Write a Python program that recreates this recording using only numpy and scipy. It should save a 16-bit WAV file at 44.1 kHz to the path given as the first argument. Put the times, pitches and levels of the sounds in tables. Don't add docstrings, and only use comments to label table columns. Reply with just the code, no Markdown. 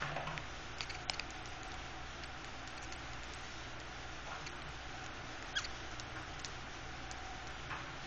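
import sys
import numpy as np
from scipy import signal
from scipy.fft import rfft, irfft, dct, next_fast_len
from scipy.io import wavfile
from scipy.ndimage import uniform_filter1d

SR = 44100
rng = np.random.default_rng(int(sys.argv[2]) if len(sys.argv) > 2 else 0)


def to_wav(sig):
    pcm = np.clip(np.atleast_2d(sig), -1, 1) * 32767
    pcm = np.round(pcm).astype(np.int16)
    wavfile.write(sys.argv[1], SR, pcm.T)


def invert_db(x):
    u = np.asarray(x, float) / 20
    return 10 ** u


N = 355798
T = np.arange(N) / SR

# frequency in Hz, density in dB per Hz.
RUMBLE = [(5, 2.5), (24, 3), (34, 1.5), (41, 3), (52, -7), (75, -4), (92, 0.5), (110, -3.5), (145, -6),
          (175, -8.5)]
# frequency in Hz, density in dB per Hz.
AIR = [(223, -9.5), (300, -6.5), (515, -11.5), (754, -5), (930, -9), (1470, -6.5), (2100, -9.5),
       (3000, -12), (3600, -14), (4300, -19), (5200, -18.5), (6200, -19), (7500, -28)]
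AIR_DB, AIR_SWELL_DB = -45.6, .3
BUSTLE_DB, BUSTLE_FADE_S = 4, .1

# frequency in Hz, width in Hz, level in dB.
HUM = [(61.2, 4, -57.5), (120.7, 5.9, -61.5), (266.3, 3.8, -68), (317.3, 14, -66), (352.7, 10, -68),
       (441, 7.9, -72), (577, 12, -70), (1400, 200, -60.5)]
DUCT_DB, DUCT_SWELL_DB = -59.5, 1.5
# peak in seconds, rise in dB, width in seconds.
DRAUGHTS = [
    (1.6, 4, .35),
    (2.3, 5, .1),
    (2.83, 3, .08),
    (4.99, 6, .07),
    (7.3, 6, .2),
]
BOOM_DB = -67
# time in seconds, level in dB, swell in
# seconds, # fade in seconds.
SWELLS = [
    (0.03, -49, .02, .12),
    (.3, -53, .12, .04),
    (4.45, -58, .06, .15),
    (4.74, -57, .15, .08),
    (6.33, -61, .1, .1),
    (7.84, -54, .12, .12),
]

# start in seconds, level in dB, main note in Hz, blow in ms, thump in dB.
KNOCKS = [(.010, -48, 1480, 22, -12), (.019, -36, 1280, 8.6, -20), (.05, -50, 1100, 25, -8),
          (0.114, -41.5, 634, 8.3, -5), (.161, -36, 640, 7.9, -15), (.2, -53, 780, 19, -8),
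          (.269, -37.5, 1900, 5.8, -6), (.305, -47, 620, 19, 1), (4.26, -52, 690, 49, -17),
          (4.31, -46.5, 1320, 26, -14), (4.521, -55.5, 1400, 49, -14), (6.156, -48.5, 1240, 27, -17),
          (7.701, -43.5, 1230, 25, -16), (7.722, -46, 884, 19, -14), (7.8, -52, 1250, 12, -8),
          (7.858, -53, 1420, 29, -7)]
# frequency in Hz, width in Hz, level in dB.
KNOCK_BODY = [(620, 200, -6), (1050, 300, -2), (1450, 400, -4), (1950, 500, -4), (2500, 500, -5)]
KNOCK_REACH_HZ_MS = 40000
ROOM_T60_S, ROOM_DB = 0.62, -7

# time in seconds, pitch in Hz, level in dB.
SQUEAK = [
    (5.548, 1475, -66),
    (5.557, 1536, -42),
    (5.566, 1638, -40),
    (5.574, 1682, -35),
    (5.58, 1534, -37),
    (5.587, 1400, -38.5),
    (5.594, 1290, -44.5),
    (5.601, 1130, -52),
    (5.612, 1000, -60),
]
THROAT_HZ, THROAT_WIDTH_HZ, THROAT_DB = 3400, 420, 2
BREAK_S, BREAK_LENGTH_S = 5.577, .016
CLEAR_DB, HOARSE_DB = -15, -4

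# start in seconds, level in dB, length in ms, middle hollow in dB, top hollow in dB.
GRINDS = [(.809, -42.5, 11.3, -1, -11), (.822, -46.5, 21, -2, -7), (.894, -41, 18, -0.5, -21),
          (.942, -45.5, 17, -5.5, -19), (1.133, -44, 17, 3, -11), (2.237, -47, 9.3, -1, -17),
          (2.774, -47, 11, 0, -9), (2.817, -52.5, 39, -4, 0), (2.918, -52.5, 20, 5, 6),
          (4.463, -44, 17, 1, -7), (5.58, -47, 27, -2, 4), (5.61, -51.5, 28, -4, -1),
          (5.641, -41, 18, 7, -9.5), (6.45, -48, 14, 0, 6), (7.255, -56.5, 8.3, -6, 10),
          (7.472, -56.5, 9.5, 4, 12)]
# frequency in Hz, width in Hz.
BEAK = [(2250, 820), (4450, 550), (6000, 1400)]

# start in seconds, peak in dB, brightest note in Hz, dish thud in dB.
CRACKS = [(0.7841, -37, 4530, -15), (1.3053, -37, 6900, -17), (1.4572, -35, 5730, -18),
          (1.475, -46, 4760, -12), (1.632, -40, 6800, -15), (1.718, -37, 6670, -16),
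          (1.7414, -38.5, 6790, -3), (2.3754, -48, 5890, -1), (2.445, -38, 5080, -8),
          (2.6751, -33, 5900, -23), (2.9238, -33, 4930, -13), (3.1328, -41, 5660, -7),
          (3.2336, -40, 6770, -8), (3.2404, -40.5, 6020, -15), (3.336, -36, 5530, -18),
          (3.3874, -44, 5870, -7), (3.801, -38, 5560, -15), (4.9952, -48, 6620, 1), (5.0414, -45, 5770, -2),
          (5.0624, -36.5, 6800, -14), (5.4249, -39, 6040, -3.5), (5.914, -42, 5150, -6),
          (5.9977, -30, 5670, -29), (6.3937, -40, 6600, -11), (6.398, -39.5, 5700, -14),
          (6.4463, -25.5, 5370, -20), (7.113, -30.5, 5800, -17), (7.4702, -37, 6010, -13)]
# frequency in Hz, width in Hz, level in dB.
DISH = [(810, 500, -8.5), (1580, 800, -1), (2400, 810, -2.5)]
SPLINTER_MS, SCATTER_DB = .62, -16

# start in seconds, peak in dB, wall in dB, rim in dB,
# pitch of the struck spot as a ratio.
STRIKES = [
    (.3776, -24, -22, -3, .62),
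    (0.8071, -22, -8, -2, .9),
    (1.0971, -18.5, -7, -4.5, .99),
    (1.196, -22, -12, 1, .88),
    (2.2361, -34, -6, -2, .99),
    (4.6201, -34, -11, 2, .8),
]
# frequency in Hz, width in Hz, level in dB.
WALL = [(760, 350, 3), (300, 260, -7)]
# frequency in Hz, width in Hz, level in dB.
RIM = [(1590, 600, -5), (2400, 600, 2), (2800, 400, 0)]
# frequency in Hz, width in Hz, level in dB.
EDGE = [(4200, 700, 2), (5250, 450, 6), (6660, 1200, -8.5)]
CONTACT_MS, RATTLE, WALL_LAG_MS = .9, .12, 1.2

CAMERA_HZ = 16000
# start in seconds, end in seconds, lost above in Hz.
DROPOUTS = [
    (.851, .855, 4300),
    (1.051, 1.086, 4200),
    (1.106, 1.111, 4500),
    (5.531, 5.553, 4500),
    (6.427, 6.438, 6200),
]
BLOCK_S = .064
# first in seconds, last in seconds, first level in dB,
# last level in dB.
PIP_RUNS = [(.0804, .2723, -76, -75), (.7856, .911, -74.5, -66.5), (1.1034, 1.1034, -54, -54),
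            (1.296, 1.488, -79, -64), (1.6795, 1.7439, -64, -74), (2.2566, 2.2566, -59, -59),
            (2.449, 2.449, -70.5, -70.5), (2.7038, 2.832, -66, -63), (2.896, 2.961, -77.5, -61),
            (3.2805, 3.3455, -75.5, -56), (3.4082, 3.4082, -69.5, -69.5), (3.7918, 3.8561, -82.5, -75),
            (4.496, 4.6867, -66.5, -68), (5.1362, 5.1362, -81, -81), (5.456, 5.456, -72.5, -72.5),
            (5.5842, 5.5842, -68.5, -68.5), (5.7119, 5.7119, -81, -81), (6.0313, 6.2236, -74, -70),
            (6.4154, 6.4797, -64.5, -66.5), (7.1203, 7.1833, -65, -77.5), (7.5038, 7.5038, -71, -71),
            (7.6959, 7.7598, -81, -79)]


def unit(x):
    return x / np.sqrt(np.mean(x ** 2))


def ring(x, hz, width):
    return signal.lfilter(*signal.iirpeak(hz, hz / width, fs=SR), x)


def body(x, modes):
    return sum((-1) ** k * invert_db(db) * ring(x, hz, width) for k, (hz, width, db) in enumerate(modes))


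def add(out, s, sound):
    i = int(s * SR)
    out[i:i + len(sound)] += sound[:N - i]


def walk(rate):
    k = int(SR / rate)
    held = np.repeat(rng.standard_normal(N // k + 1), k)
    return 1.62 * uniform_filter1d(uniform_filter1d(held, k), k)[:N]


def air():
    size = next_fast_len(N)
    hz = np.arange(size // 2 + 1) * SR / size + 1e-3
    points = np.array(RUMBLE + AIR)
    colour = invert_db(np.interp(np.log(hz), np.log(points[:, 0]), points[:, 1]))
    noise = irfft(rfft(rng.standard_normal(size)) * colour, size)[:N]
    middle = signal.sosfilt(signal.butter(4, (200, 4000), "bandpass", fs=SR, output="sos"), noise)
    treble = signal.sosfiltfilt(signal.butter(2, 3500, "highpass", fs=SR, output="sos"), noise)
    flicker = invert_db(0.59 * walk(8) + 1.0 * walk(40))
    noise = noise + treble * (flicker - 1)
    bustle_db = BUSTLE_DB * np.exp(-T / BUSTLE_FADE_S)
    return noise / np.std(middle) * invert_db(AIR_DB + AIR_SWELL_DB * walk(1.5) + bustle_db - 4.5)


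def duct():
    draughts_db = sum(db * np.exp(-((T - s) / wide) ** 2) for s, db, wide in DRAUGHTS)
    level_db = DUCT_DB + DUCT_SWELL_DB * walk(5) + draughts_db
    return invert_db(level_db - 2.5) * unit(ring(ring(rng.standard_normal(N), 752, 50), 749, 90))


def boom():
    level = invert_db(BOOM_DB)
    for s, db, swell, fade in SWELLS:
        level = level + invert_db(db) * np.exp(np.where(T < s, (T - s) / swell, (s - T) / fade))
    return level * invert_db(-1.5) * unit(ring(ring(rng.standard_normal(N), 145, 11), 145, 28))


def hum():
    out = np.zeros(N)
    for hz, width, db in HUM:
        blur = unit(ring(ring(rng.standard_normal(N), hz, width), hz, 2 * width))
        steady = np.sin(2 * np.pi * hz * T + 1.5 * walk(3)) * (width < 8)
        out += invert_db(db) * unit(blur + 3.8 * steady)
    return out


def room(x):
    t = T[:SR // 2]
    tail = rng.standard_normal(len(t)) * np.exp(-np.log(1000) * t / ROOM_T60_S) * np.minimum(t / 0.0082, 1)
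    tail = ring(tail, 1100, 3000)
    return invert_db(ROOM_DB) * signal.fftconvolve(x, tail / np.sqrt(np.sum(tail ** 2)))[:N]


def knocks():
    out, t = np.zeros(N), T[:16384]
    for s, db, hz, ms, thump_db in KNOCKS:
        blow = rng.standard_normal(len(t)) * np.exp(-t * 1000 / ms) * np.minimum(t / .003, 1)
        hollows = ring(body(blow, KNOCK_BODY), 1100, KNOCK_REACH_HZ_MS / ms)
        wood = 1.1 * ring(blow, hz, 150) + 0.95 * hollows
        thump = ring(ring(blow, 152, 16), 145, 40)
        sound = unit(wood) + invert_db(thump_db) * unit(thump)
        add(out, s, invert_db(db) * sound * np.sqrt(ms / 1000 / t[-1]))
    return out


def squeak():
    s, *columns = np.transpose(SQUEAK)
    t = T[int(s[0] * SR):int(s[-1] * SR)]
    hz, db = (np.interp(t, s, c) for c in columns)
    phase = 2 * np.pi * np.cumsum(hz) / SR
    broken = np.clip((t - BREAK_S) / BREAK_LENGTH_S, 0, 1)
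    roughness = unit(uniform_filter1d(rng.standard_normal(len(t)), size=60))
    hoarse = 1 + (.5 + .4 * broken) * roughness
    throat = invert_db(THROAT_DB) / (1 + ((2 * hz - THROAT_HZ) / THROAT_WIDTH_HZ * 2) ** 2)
    second = throat + .15 + .45 * broken * (hoarse - .6)
    upper_level = invert_db(CLEAR_DB + (HOARSE_DB - CLEAR_DB) * broken) * hoarse
    upper = upper_level * (np.sin(3 * phase) + np.sin(4 * phase))
    out = np.zeros(N)
    add(out, s[0], np.sqrt(2) * invert_db(db) * (np.sin(phase) + second * np.sin(2 * phase) + upper))
    return out


def grinds():
    out, t = np.zeros(N), T[:2048]
    for (s, db, ms, middle_db, top_db), chance in zip(GRINDS, rng.standard_normal((len(GRINDS), 2, 2048))):
        shape = np.sin(np.pi * np.clip(t * 1000 / ms, 0, 1)) ** .5
        uneven = invert_db(2.3 * uniform_filter1d(chance[1], size=40) * np.sqrt(40))
        ticks = shape * chance[0] * uneven
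        low, middle, top = (ring(ring(ticks, hz, width), hz, 2 * width) for hz, width in BEAK)
        rasp = low + invert_db(middle_db) * middle + invert_db(top_db) * top + .18 * ticks
        add(out, s, invert_db(db) * rasp / np.sqrt(np.sum(rasp ** 2) / (ms * SR / 1000)))
    return out


def cracks():
    out, t = np.zeros(N), T[:2048]
    for (s, peak_db, hz, thud_db), chance in zip(CRACKS, rng.standard_normal((len(CRACKS), 2, 2048))):
        snap = (t == 0) + .4 * chance[0] * np.exp(-t * 1000 / SPLINTER_MS)
        shell = ring(snap, hz, 2000) + .6 * ring(snap, 4500, 5000)
        dish = body(snap, DISH)
        scatter = ring(chance[1] * np.exp(-t / 0.011), 4600, 3700)
        sound = shell / np.abs(shell).max() + invert_db(thud_db) * dish / np.abs(dish).max()
        sound = sound + invert_db(SCATTER_DB) * scatter
        add(out, s + 0.00055, invert_db(peak_db + 5.5) * sound)
    return out


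def struck(blow, modes, spot):
    return unit(sum(invert_db(db) * ring(ring(blow, hz * spot, width), hz * spot, 1.6 * width)
                    for hz, width, db in modes))


def strikes():
    out, t = np.zeros(N), T[:2048]
    for s, peak_db, wall_db, rim_db, spot in STRIKES:
        blow = (t == 0) + RATTLE * rng.standard_normal(len(t)) * np.exp(-t * 1000 / CONTACT_MS)
        wall, rim, edge = (struck(blow, modes, spot) for modes in (WALL, RIM, EDGE))
        late_wall = np.roll(wall, int(WALL_LAG_MS * SR / 1000))
        sound = invert_db(wall_db) * late_wall + invert_db(rim_db) * rim - edge + .15 * unit(blow)
        add(out, s, invert_db(peak_db) * sound / np.abs(sound).max())
    return out


def scene():
    birds = strikes() + cracks() + grinds() + squeak()
    far = knocks()
    background = air() + duct() + boom() + hum()
    return (birds + far + room(far + invert_db(-13) * birds) + background)[None]


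def lapped(x, size, change):
    count, half = N // size + 2, size // 2
    window = np.sin(np.pi * (np.arange(2 * size) + .5) / (2 * size))
    padded = np.pad(x, (size, (count + 1) * size - N - size)).reshape(-1, size)
    a, b, c, d = np.split(np.hstack([padded[:-1], padded[1:]]) * window, 4, axis=1)
    lines = dct(np.hstack([-c[:, ::-1] - d, a - b[:, ::-1]]), type=4, norm="ortho")
    lines = change(np.arange(count)[:, None] * size / SR, (np.arange(size) + .5) * SR / 2 / size, lines)
    u, v = np.split(dct(lines, type=4, norm="ortho"), [half], axis=1)
    blocks = np.hstack([v, -v[:, ::-1], -u[:, ::-1], -u]) * window
    return (blocks[:-1, size:] + blocks[1:, :size]).ravel()[:N]


def pip_rows():
    rows = []
    for first, last, first_db, last_db in PIP_RUNS:
        count = round((last - first) / BLOCK_S) + 1
        rows += zip(first + BLOCK_S * np.arange(count), np.linspace(first_db, last_db, count))
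    return np.array(rows)


def starve(x):
    pips = pip_rows()[:, 0] - .024
    sudden = np.array([row[0] for row in STRIKES + GRINDS + CRACKS])

    def long_blocks(s, hz, lines):
        step = 2.9 * uniform_filter1d(np.abs(lines), size=48) * np.clip((hz - 2200) / 2200, .01, 1)
        odds = (hz > 3900) * .14 + (hz > 7230)
        lost = rng.random((len(s), 200))[:, (hz // 115).astype(int)] < odds
        no_pip = np.all(abs(s - pips) > .04, axis=1, keepdims=True)
        no_sudden = np.all(abs(s - sudden) > .045, axis=1, keepdims=True)
        return np.where(no_pip & no_sudden, np.round(lines / (step + 1e-9)) * step * ~lost, lines)

    def short_blocks(s, hz, lines):
        busy = np.any(abs(s - pips) < .036, axis=1, keepdims=True)
        odds = (hz > 4000) * .1 + (hz > 6400) * .1 + (hz > 6800) * .2
        luck = np.repeat(rng.random((len(s), 60)), 2, axis=0)[:len(s), (hz // 400).astype(int)]
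        strength = uniform_filter1d(np.abs(lines), size=7)
        faint = strength < 1.6 * np.median(strength, axis=0)
        return lines * (luck > 1.7 * odds * busy * faint)

    return lapped(lapped(x, size=2822, change=long_blocks), size=352, change=short_blocks)


def drop_treble(x):
    for start, end, hz in DROPOUTS:
        hole = uniform_filter1d(1. * ((T > start) & (T < end)), size=120)
        x = x - hole * signal.sosfiltfilt(signal.ellip(6, .1, 50, hz, "highpass", fs=SR, output="sos"), x)
    return x


def camera_pips():
    t, pips = T[:529], np.zeros(N)
    burst = np.sin(np.pi * t / t[-1]) ** 2 * np.sin(np.pi * CAMERA_HZ * t)
    for s, peak_db in pip_rows():
        add(pips, s - .003, invert_db(peak_db + 3) * burst)
    return pips


def roll_off(x):
    return signal.sosfilt(signal.butter(12, 9100, fs=SR, output="sos"), x)


def record(dry):
    x = drop_treble(starve(dry[0]))
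    x = signal.sosfiltfilt(signal.cheby2(16, 30, 7480, fs=SR, output="sos"), x)
    folded = x * np.cos(2 * np.pi * CAMERA_HZ * T)
    mirror = ring(ring(ring(folded, 8850, 300), 8850, 300), 8850, 400)
    x = x * np.minimum(T / .006, 1)
    offset = .0017
    rounding = invert_db(-101) * rng.standard_normal(N)
    return roll_off((x + invert_db(-24) * mirror + camera_pips() + offset + rounding)[None])


dry = scene()
out = record(dry)
to_wav(out)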